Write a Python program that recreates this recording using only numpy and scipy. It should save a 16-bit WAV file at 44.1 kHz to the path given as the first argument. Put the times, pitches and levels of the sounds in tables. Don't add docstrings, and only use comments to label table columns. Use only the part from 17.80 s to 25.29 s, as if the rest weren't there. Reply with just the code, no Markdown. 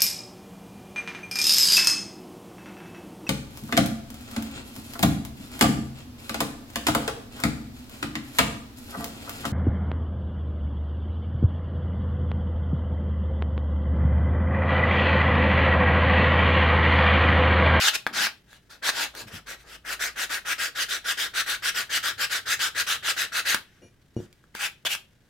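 import sys
import numpy as np
from scipy import signal
from scipy.fft import rfft, irfft, next_fast_len
from scipy.io import wavfile
from scipy.ndimage import uniform_filter1d, map_coordinates

SR = 44100
rng = np.random.default_rng(int(sys.argv[2]) if len(sys.argv) > 2 else 0)


def log_audio(samples):
    frames = np.atleast_2d(samples).T
    limited = np.clip(frames, -1, 1)
    pcm = np.round(limited * 32767).astype(np.int16)
    wavfile.write(sys.argv[1], SR, pcm)


N = 330309

# start_s, fastest_s, end_s, rasp_db
SINGLE_STROKES = [(-0.07, 0.089, 0.11, -23.5), (0.125, 0.157, 0.17, -26.5), (0.319, 0.37, 0.42, -33),
                  (0.353, 0.438, 0.5, -27.5), (0.658, 0.737, 0.82, -60.5), (0.889, 0.914, 1.002, -54),
                  (1.011, 1.097, 1.114, -27), (1.1, 1.221, 1.292, -32), (1.325, 1.404, 1.455, -45.5),
                  (1.464, 1.48, 1.53, -52), (1.496, 1.559, 1.617, -46.5), (1.651, 1.715, 1.772, -41.5),
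                  (1.762, 1.809, 1.86, -60), (1.824, 1.954, 1.975, -49.5), (5.76, 5.939, 6.12, -72),
                  (6.343, 6.43, 6.49, -62.5), (6.619, 6.659, 6.45, -66.5), (6.737, 6.771, 6.85, -48),
                  (6.78, 6.847, 6.9, -34), (7.047, 7.063, 7.092, -32), (7.076, 7.126, 7.17, -35)]
# push_start_s, pull_start_s, push_rasp_db, pull_rasp_db
RUN_CYCLES = [(2.032, 2.185, -36.5, -33.5), (2.344, 2.485, -33, -34.5), (2.636, 2.772, -32, -31.5),
              (2.936, 3.077, -30, -32.5), (3.229, 3.362, -30.5, -31.5), (3.524, 3.653, -28.5, -31),
              (3.81, 3.936, -28.5, -31), (4.08, 4.22, -29, -30.5), (4.366, 4.489, -29, -31),
              (4.643, 4.783, -28.5, -29), (4.936, 5.057, -28.5, -29.5), (5.213, 5.356, -29, -30.6),
              (5.506, 5.642, -29.5, -27)]
# from_s, then relative to the rasp hollow_block_db, loose_head_db,
# fizz_db (of a firm stroke), paper_db; then paper_resonance_hz, extra_low_rub_db
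HOLDS = [(0, -4.5, -20.5, -9, -11.5, 5400, 0), (.3, -0.5, -13.5, -8.5, -7, 5300, -3.5),
         (.6, 1, -20, -5, -5, 3940, 2), (1.0, -1, -13, -6.5, -7.5, 3804, 1.5),
         (1.3, -4, -26, -3, -2, 3860, 8), (1.45, -1, -36, -6, -7.5, 1855, 2.5),
         (2.0, 2.5, -19.5, -4.5, -8.5, 2454, 1), (2.75, 0.6, -25.5, -6, -11, 3305, 0),
         (5.85, 5.5, -26, -9, -7, 1870, -4), (6.3, 1, -9, -5.5, -7, 7540, 0),
         (6.7, 1, -14, -2.5, 1, 2352, -9), (7.0, -6, -11, -4, 3.5, 3050, -1),
         (7.1, -3.5, -14, -0.5, 3, 2380, -18)]
# frequency_hz, relative_density_db_per_hz
GRIT_COLOUR = [(150, -14), (330, -14), (600, -14), (780, -17.5), (1070, -17), (1590, -3), (2300, -10),
               (3500, -10), (5300, -13), (7500, -16.5), (10500, -20), (12800, -19), (15800, -26)]
# frequency_hz, width_hz, relative_level_db
BLOCK_MODES = [(1460, 150, -4), (1506, 320, 0.5), (1610, 220, 5), (1825, 90, -1.5), (1950, 180, -13)]
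# frequency_hz, width_hz, level_over_hiss_db
HEAD_MODES = [(1954, 12, -5.5), (2142, 24, -7.5), (2600, 40, -6), (2890, 25, -5.5), (3170, 20, -2.5),
              (3460, 21, -8.5), (3600, 13, -3), (3790, 29, -9), (4890, 17, -9), (5450, 13, -11.5)]
# frequency_hz, width_hz, relative_level_db
LOOSE_HEAD_MODES = [(650, 160, -11), (811, 43, 0.5), (936, 17, 1), (1060, 160, -8.5)]
# time_s, level_db, relative_low_knock_db, relative_bright_tick_db
CLACKS = [(.075, -12, -10, 0), (.083, -15.5, -9, -2), (0.158, -26.5, -7.5, 0), (0.2663, -7, -4.5, -16),
          (0.2728, -14.5, -7, -11), (0.469, -12.5, -12, -7), (.73, -36, -13, -5), (1.091, -12, -9, -5.5),
          (1.351, -33, 0.5, 3.5), (1.482, -36, -18.5, -4.5), (1.671, -33, -4, -2.5),
          (5.7457, -7.5, -7.5, 0), (6.528, -55, 0, 14), (6.64, -45.5, 4, -9.5), (6.751, -26.5, 7, 0),
          (7.051, -23, 8.5, -2), (7.070, -23.5, -10, -0.5), (7.151, -20, -14, 2)]
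# frequency_hz, width_hz, relative_level_db
CLACK_MODES = [(940, 98, -14.5), (1410, 470, -6), (1600, 110, 0.5), (1620, 70, -4.5), (2150, 90, -12),
               (3310, 210, -7), (4210, 230, -13.5)]
# time_s, peak_db
THUDS = [(6.3656, -17), (6.3744, -24), (6.383, -38), (6.391, -26), (6.402, -24), (6.421, -46)]
# start_s, length_s, level_db, shudder_pitch_hz
SLIDES = [(0.256, .24, -49.5, 214), (1.405, .1, -49, 149), (1.519, 0.067, -43.5, 128.7),
          (3.199, 2.97, -60, 105.2), (6.015, 0.058, -54, 140)]
# frequency_hz, width_hz, relative_level_db
BENCH_MODES = [(72, 25, -17), (134, 34, -1), (170, 40, -6), (225, 50, -10), (285, 50, -7), (336, 45, 0),
               (440, 70, -16)]
# pitch_hz, relative_level_db, t60_s
BLADE_PARTIALS = [(2396, 0, .17), (2878, 1, .18), (4340, -8, .11), (5771, -1, .19), (6520, -8, .12),
                  (6950, -14, .2), (8629, -15, .3), (10080, -10, .17)]
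# frequency_hz, t60_s
WORKSHOP_DECAY = [(150, 0.25), (700, 0.25), (1600, 0.18), (3200, 0.26), (6000, 0.18), (12000, 0.2)]
# time_s, rms_level_db
DRONE_LEVEL = [(0, -65.5), (.8, -70), (1.25, -63.5), (2.2, -58.5), (2.8, -66.5), (3.85, -63), (4.3, -74),
               (7.49, -74.5)]
# frequency_hz, relative_density_db_per_hz
AIR_COLOUR = [(25, -18.5), (60, -14.5), (120, -14), (190, -16), (400, -24), (1040, -34.5), (1820, -35),
              (2520, -42), (15800, -50.5)]
# frequency_hz, left_right_correlation (0 to 1)
STEREO_LIKENESS = [(100, 0.95), (500, 0.71), (1500, 0.72), (2800, 0.5), (5500, 0.53), (9000, 0.28),
                   (14000, .05)]
# frequency_hz, left_minus_right_db
STEREO_LEAN = [(60, -2), (110, 0.5), (200, 1.5), (380, 2.0), (700, 3.5), (1290, 2), (2380, 3), (4400, -0.5),
               (8120, 2), (15000, -4)]

RUN_END_S = 5.81
PUSH_PEAK, PULL_PEAK = 0.71, 0.4266
PUSH_SHAPE, PULL_SHAPE = 1.007, 0.67
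FAR_REST_S, NEAR_REST_S = 0.017, 0.03
FIRM_DB = -29
RUB_DB = -46.5
RUB_GROWS, FIZZ_GROWS = 0.4, 0.98


def sanding(block_power=1.46, rasp_power=2.34, fizz_power=2.68, rub_power=0.77, paper_scatter=0.07):
    drive, paper = np.zeros((5, N)), np.zeros((2, N))
    powers = np.array([block_power, rasp_power, rasp_power, fizz_power, rub_power])[:, None]
    for t, speed, fastest, db in all_strokes():
        block_db, loose_db, fizz_db, paper_db, paper_hz, extra_rub_db = hold_at(fastest)
        press_db = db - FIRM_DB
        fizz_level = FIRM_DB + fizz_db + FIZZ_GROWS * press_db
        rub_level = extra_rub_db + min(RUB_DB + RUB_GROWS * press_db, db - 7.5)
        levels = [db + block_db, db, db + loose_db, fizz_level, rub_level]
        drive[:, t] += amp(levels)[:, None] * speed ** powers
        centre_hz = paper_hz * np.exp(paper_scatter * rng.standard_normal())
        paper[:, t] += amp(db + paper_db) * speed ** rasp_power * paper_tone(speed, centre_hz)

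    fine = grit(grain_db=2.0, chatter_db=-0.32, chatter_rate=300)
    fine = hand_echo(fine, delay=0.000508, swing=0.3, share=0.36)
    fine = patchy(fine, depth_db=1.55)
    fine = fine * amp(0.49 * wobble(60))
    coarse = grit(grain_db=2, chatter_db=0.74, chatter_rate=220)

    hollow = filtered(coarse, lambda f: resonances(BLOCK_MODES, f) * band(f, 1220, 2200))
    block = unit(gliding(hollow, swing=0.001812))
    rasp = steel_band(fine, low_hz=2270, high_hz=5900)
    loose_head = unit(filtered(coarse, lambda f: resonances(LOOSE_HEAD_MODES, f) * band(f, 500, 1500)))
    fizz = steel_band(fine, low_hz=6800, high_hz=19000)
    rub = steel_band(coarse, low_hz=282, high_hz=1110)
    trims = amp([0, 1.77, 2.3, 2.5, -0.5])[:, None, None]
    layers = trims * np.array([block, rasp, loose_head, fizz, rub])
    return np.sum(drive[:, None] * layers, axis=0) + amp(3.5) * spread(paper)


def all_strokes():
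    rows = []
    for start, fastest, end, db in SINGLE_STROKES:
        rows.append((*hand_speed(start, fastest, end), fastest, db))
    next_pushes = [row[0] for row in RUN_CYCLES[1:]] + [RUN_END_S]
    for (push, pull, push_db, pull_db), next_push in zip(RUN_CYCLES, next_pushes):
        there = (push, pull - FAR_REST_S, PUSH_PEAK, PUSH_SHAPE, push_db)
        back = (pull, next_push - NEAR_REST_S, PULL_PEAK, PULL_SHAPE, pull_db)
        for start, end, peak, shape, db in (there, back):
            fastest = start + peak * (end - start)
            t, speed = hand_speed(start, fastest, end)
            rows.append((t, speed ** shape, fastest, db))
    return rows


def hand_speed(start, fastest, end, breakaway=0.763):
    t = np.arange(max(int(start * SR), 0), min(int(end * SR), N))
    progress = np.interp(t / SR, [start, fastest, end], [0, 0.5, 1])
    speed = np.abs(np.sin(np.pi * progress))
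    sliding = np.interp(speed, [0.2, 0.28], [0.42, 1])
    return t, np.where(t < fastest * SR, sliding * speed ** breakaway, speed)


def hold_at(s):
    return [colour for since, *colour in HOLDS if since <= s][-1]


def grit(grain_db, chatter_db, chatter_rate):
    catches = amp(grain_db * wobble(2500) + chatter_db * wobble(chatter_rate))
    return spread(rng.standard_normal((2, N)) * catches)


def hand_echo(x, delay, swing, share):
    now = np.arange(N)
    bounced_from = now - SR * delay * np.exp(swing * wobble(7.6))
    return unit(np.array([ch + share * np.interp(bounced_from, now, ch) for ch in x]))


def patchy(x, depth_db):
    z = signal.stft(x, nperseg=256)[2]
    field = rng.standard_normal(z.shape[1:])
    field = uniform_filter1d(field, size=8, axis=0)
    field = uniform_filter1d(field, size=7, axis=1)
    return signal.istft(z * amp(depth_db * unit(field)), nperseg=256)[1][:, :N]


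def gliding(x, swing):
    now = np.arange(N)
    warped = now + SR * swing * wobble(11)
    return np.array([np.interp(warped, now, ch) for ch in x])


def paper_tone(speed, centre_hz, width=0.083, bend=0.139):
    pitch = centre_hz * (1 + bend * (speed - speed.mean()))
    phase = 2 * np.pi * np.cumsum(pitch) / SR
    noise = rng.standard_normal((2, 2, len(speed)))
    a, b = filtered(noise, lambda f: 1 / (1 + (f / (2 * width * centre_hz)) ** 2))
    return unit(a * np.cos(phase) + b * np.sin(phase))


def steel_colour(f):
    return amp(along(GRIT_COLOUR, f)) * (1 + resonances(HEAD_MODES, f))


def steel_band(x, low_hz, high_hz):
    return unit(filtered(x, lambda f: steel_colour(f) * band(f, low_hz, high_hz)))


def shifting(creep_db=-29, fade_s=0.044, touch_db=-70.5):
    keep = np.exp(-1 / (fade_s * SR))
    lingering = signal.lfilter([1 - keep], [1, -keep], friction())
    creep = grit(grain_db=2.5, chatter_db=2.5, chatter_rate=130)
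    return (amp(touch_db) + amp(creep_db) * lingering) * steel_band(creep, low_hz=200, high_hz=18000)


def friction():
    force = np.zeros(N)
    for t, speed, _, db in all_strokes():
        force[t] += amp(db) * speed
    return force


def clacks(tick_t60=0.016, knock_t60=0.017, contact_hz=3200):
    out, t = np.zeros((2, N + SR)), np.arange(SR // 5) / SR
    contact = t * np.exp(-2 * np.pi * contact_hz * t)
    ring = filtered(contact, lambda f: resonances(CLACK_MODES, f))
    ring /= np.abs(ring).max()
    for s, db, knock_db, tick_db in CLACKS:
        noise = rng.standard_normal((3, len(t)))
        knock = unit(filtered(noise[0], lambda f: band(f, 200, 1400))) * amp(-60 * t / knock_t60)
        tick = unit(filtered(noise[1:], lambda f: band(f, 1800, 15000) / np.sqrt(f + 1)))
        tick = tick * amp(-60 * t / tick_t60)
        clack = amp(-1.5) * ring + amp(knock_db - 11.5) * knock + amp(tick_db - 6.5) * tick
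        first = round(s * SR)
        out[:, first:first + len(t)] += amp(db) * clack
    return out[:, :N]


def bench(soft_hz=490, shudder_spread=1.5):
    t = np.arange(SR // 3) / SR
    contact = t * t * np.exp(-2 * np.pi * soft_hz * t)
    boom = filtered(contact, lambda f: resonances(BENCH_MODES, f))
    blows = np.zeros(N)
    for s, db in THUDS:
        blows[round(s * SR)] = amp(db)
    sliding = np.zeros(N)
    for start, length, db, hz in SLIDES:
        noise = rng.standard_normal(N)
        shudder = unit(filtered(noise, lambda f: band(f, hz / shudder_spread, hz * shudder_spread)))
        sliding += amp(db) * swell(start, length) * shudder
    return signal.fftconvolve(blows, boom / np.abs(boom).max())[:N] + sliding


def blade(brush_db=-53, landing_db=-23, sing_db=-2.5, rub_db=19):
    rubbing = unit(rng.standard_normal(N) * amp(2.5 * wobble(150)))
    brush = amp(brush_db) * swell(start=6.008, length=0.069) * rubbing
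    touchdown = np.arange(N) == round(THUDS[0][0] * SR)
    landing = filtered(amp(landing_db) * touchdown, lambda f: band(f, 2800, 10500))
    t = np.arange(SR // 3) / SR
    ring = sum(amp(db - 60 * t / t60) * np.sin(2 * np.pi * hz * t) for hz, db, t60 in BLADE_PARTIALS)
    sing = signal.fftconvolve(amp(sing_db) * brush + landing, ring / np.linalg.norm(ring))[:N]
    return sing + amp(rub_db) * filtered(brush, lambda f: band(f, 230, 570))


def swell(start, length):
    return np.sin(np.pi * np.clip((np.arange(N) / SR - start) / length, 0, 1))


def workshop(x):
    hz, t, z = signal.stft(rng.standard_normal((2, SR // 2)), SR, nperseg=256)
    decay = amp(-60 * t / along(WORKSHOP_DECAY, hz)[:, None])
    tail = spread(signal.istft(z * decay, SR, nperseg=256)[1])
    tail = np.pad(tail / np.linalg.norm(tail[0]), ((0, 0), (130, 0)))
    return signal.fftconvolve(x, tail, axes=1)[:, :N]


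def background(air_db=-62.5, hum_db=-71, drone_hz=52.0, hum_hz=130):
    air = filtered(spread(rng.standard_normal((2, N))), lambda f: amp(along(AIR_COLOUR, f)))
    drone = amp(curve(DRONE_LEVEL)) * wavering_tone(drone_hz, waver=1.1)
    hum = amp(hum_db) * wavering_tone(hum_hz, waver=1.3)
    return amp(air_db) * unit(air) + drone + hum


def wavering_tone(hz, waver):
    return np.sqrt(2) * np.sin(2 * np.pi * hz * np.arange(N) / SR + waver * wobble(23.0))


def spread(pair):
    def mid_side(f):
        turn = np.arccos(np.clip(along(STEREO_LIKENESS, f), -1, 1)) / 2
        return np.array([np.cos(turn), np.sin(turn)])
    mid, side = filtered(pair, mid_side)
    return np.array([mid + side, mid - side])


def resonances(modes, f):
    return sum(amp(db) * 1j * f * w / (hz * hz - f * f + 1j * f * w) for hz, w, db in modes)


def band(f, low_hz, high_hz):
    return 1 / np.sqrt((1 + (low_hz / (f + 1)) ** 10) * (1 + (f / high_hz) ** 10))


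def filtered(x, response):
    n = x.shape[-1]
    m = next_fast_len(n + 8192)
    return irfft(rfft(x, m) * response(np.fft.rfftfreq(m, 1 / SR)), m)[..., :n]


def wobble(rate):
    knots = rng.standard_normal(int(N * rate / SR) + 4)
    return map_coordinates(knots, [np.arange(N) * rate / SR])


def curve(rows):
    return np.interp(np.arange(N) / SR, *np.transpose(rows))


def along(points, hz):
    f, v = np.transpose(points)
    return np.interp(np.log(hz + 1), np.log(f + 1), v)


def amp(db):
    return 10 ** (np.asarray(db) / 20)


def unit(x):
    return x / np.sqrt(np.mean(x ** 2) + 1e-20)


def scene():
    near = sanding() + shifting() + clacks() + bench() + blade()
    heard = near + amp(-8.5) * workshop(near)
    leaning = filtered(heard, lambda f: amp(np.outer([0.5, -0.5], along(STEREO_LEAN, f))))
    return leaning + background()


def record(dry, top_hz=15900):
    return filtered(dry, lambda f: f < top_hz)


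dry = scene()
out = record(dry)
log_audio(out)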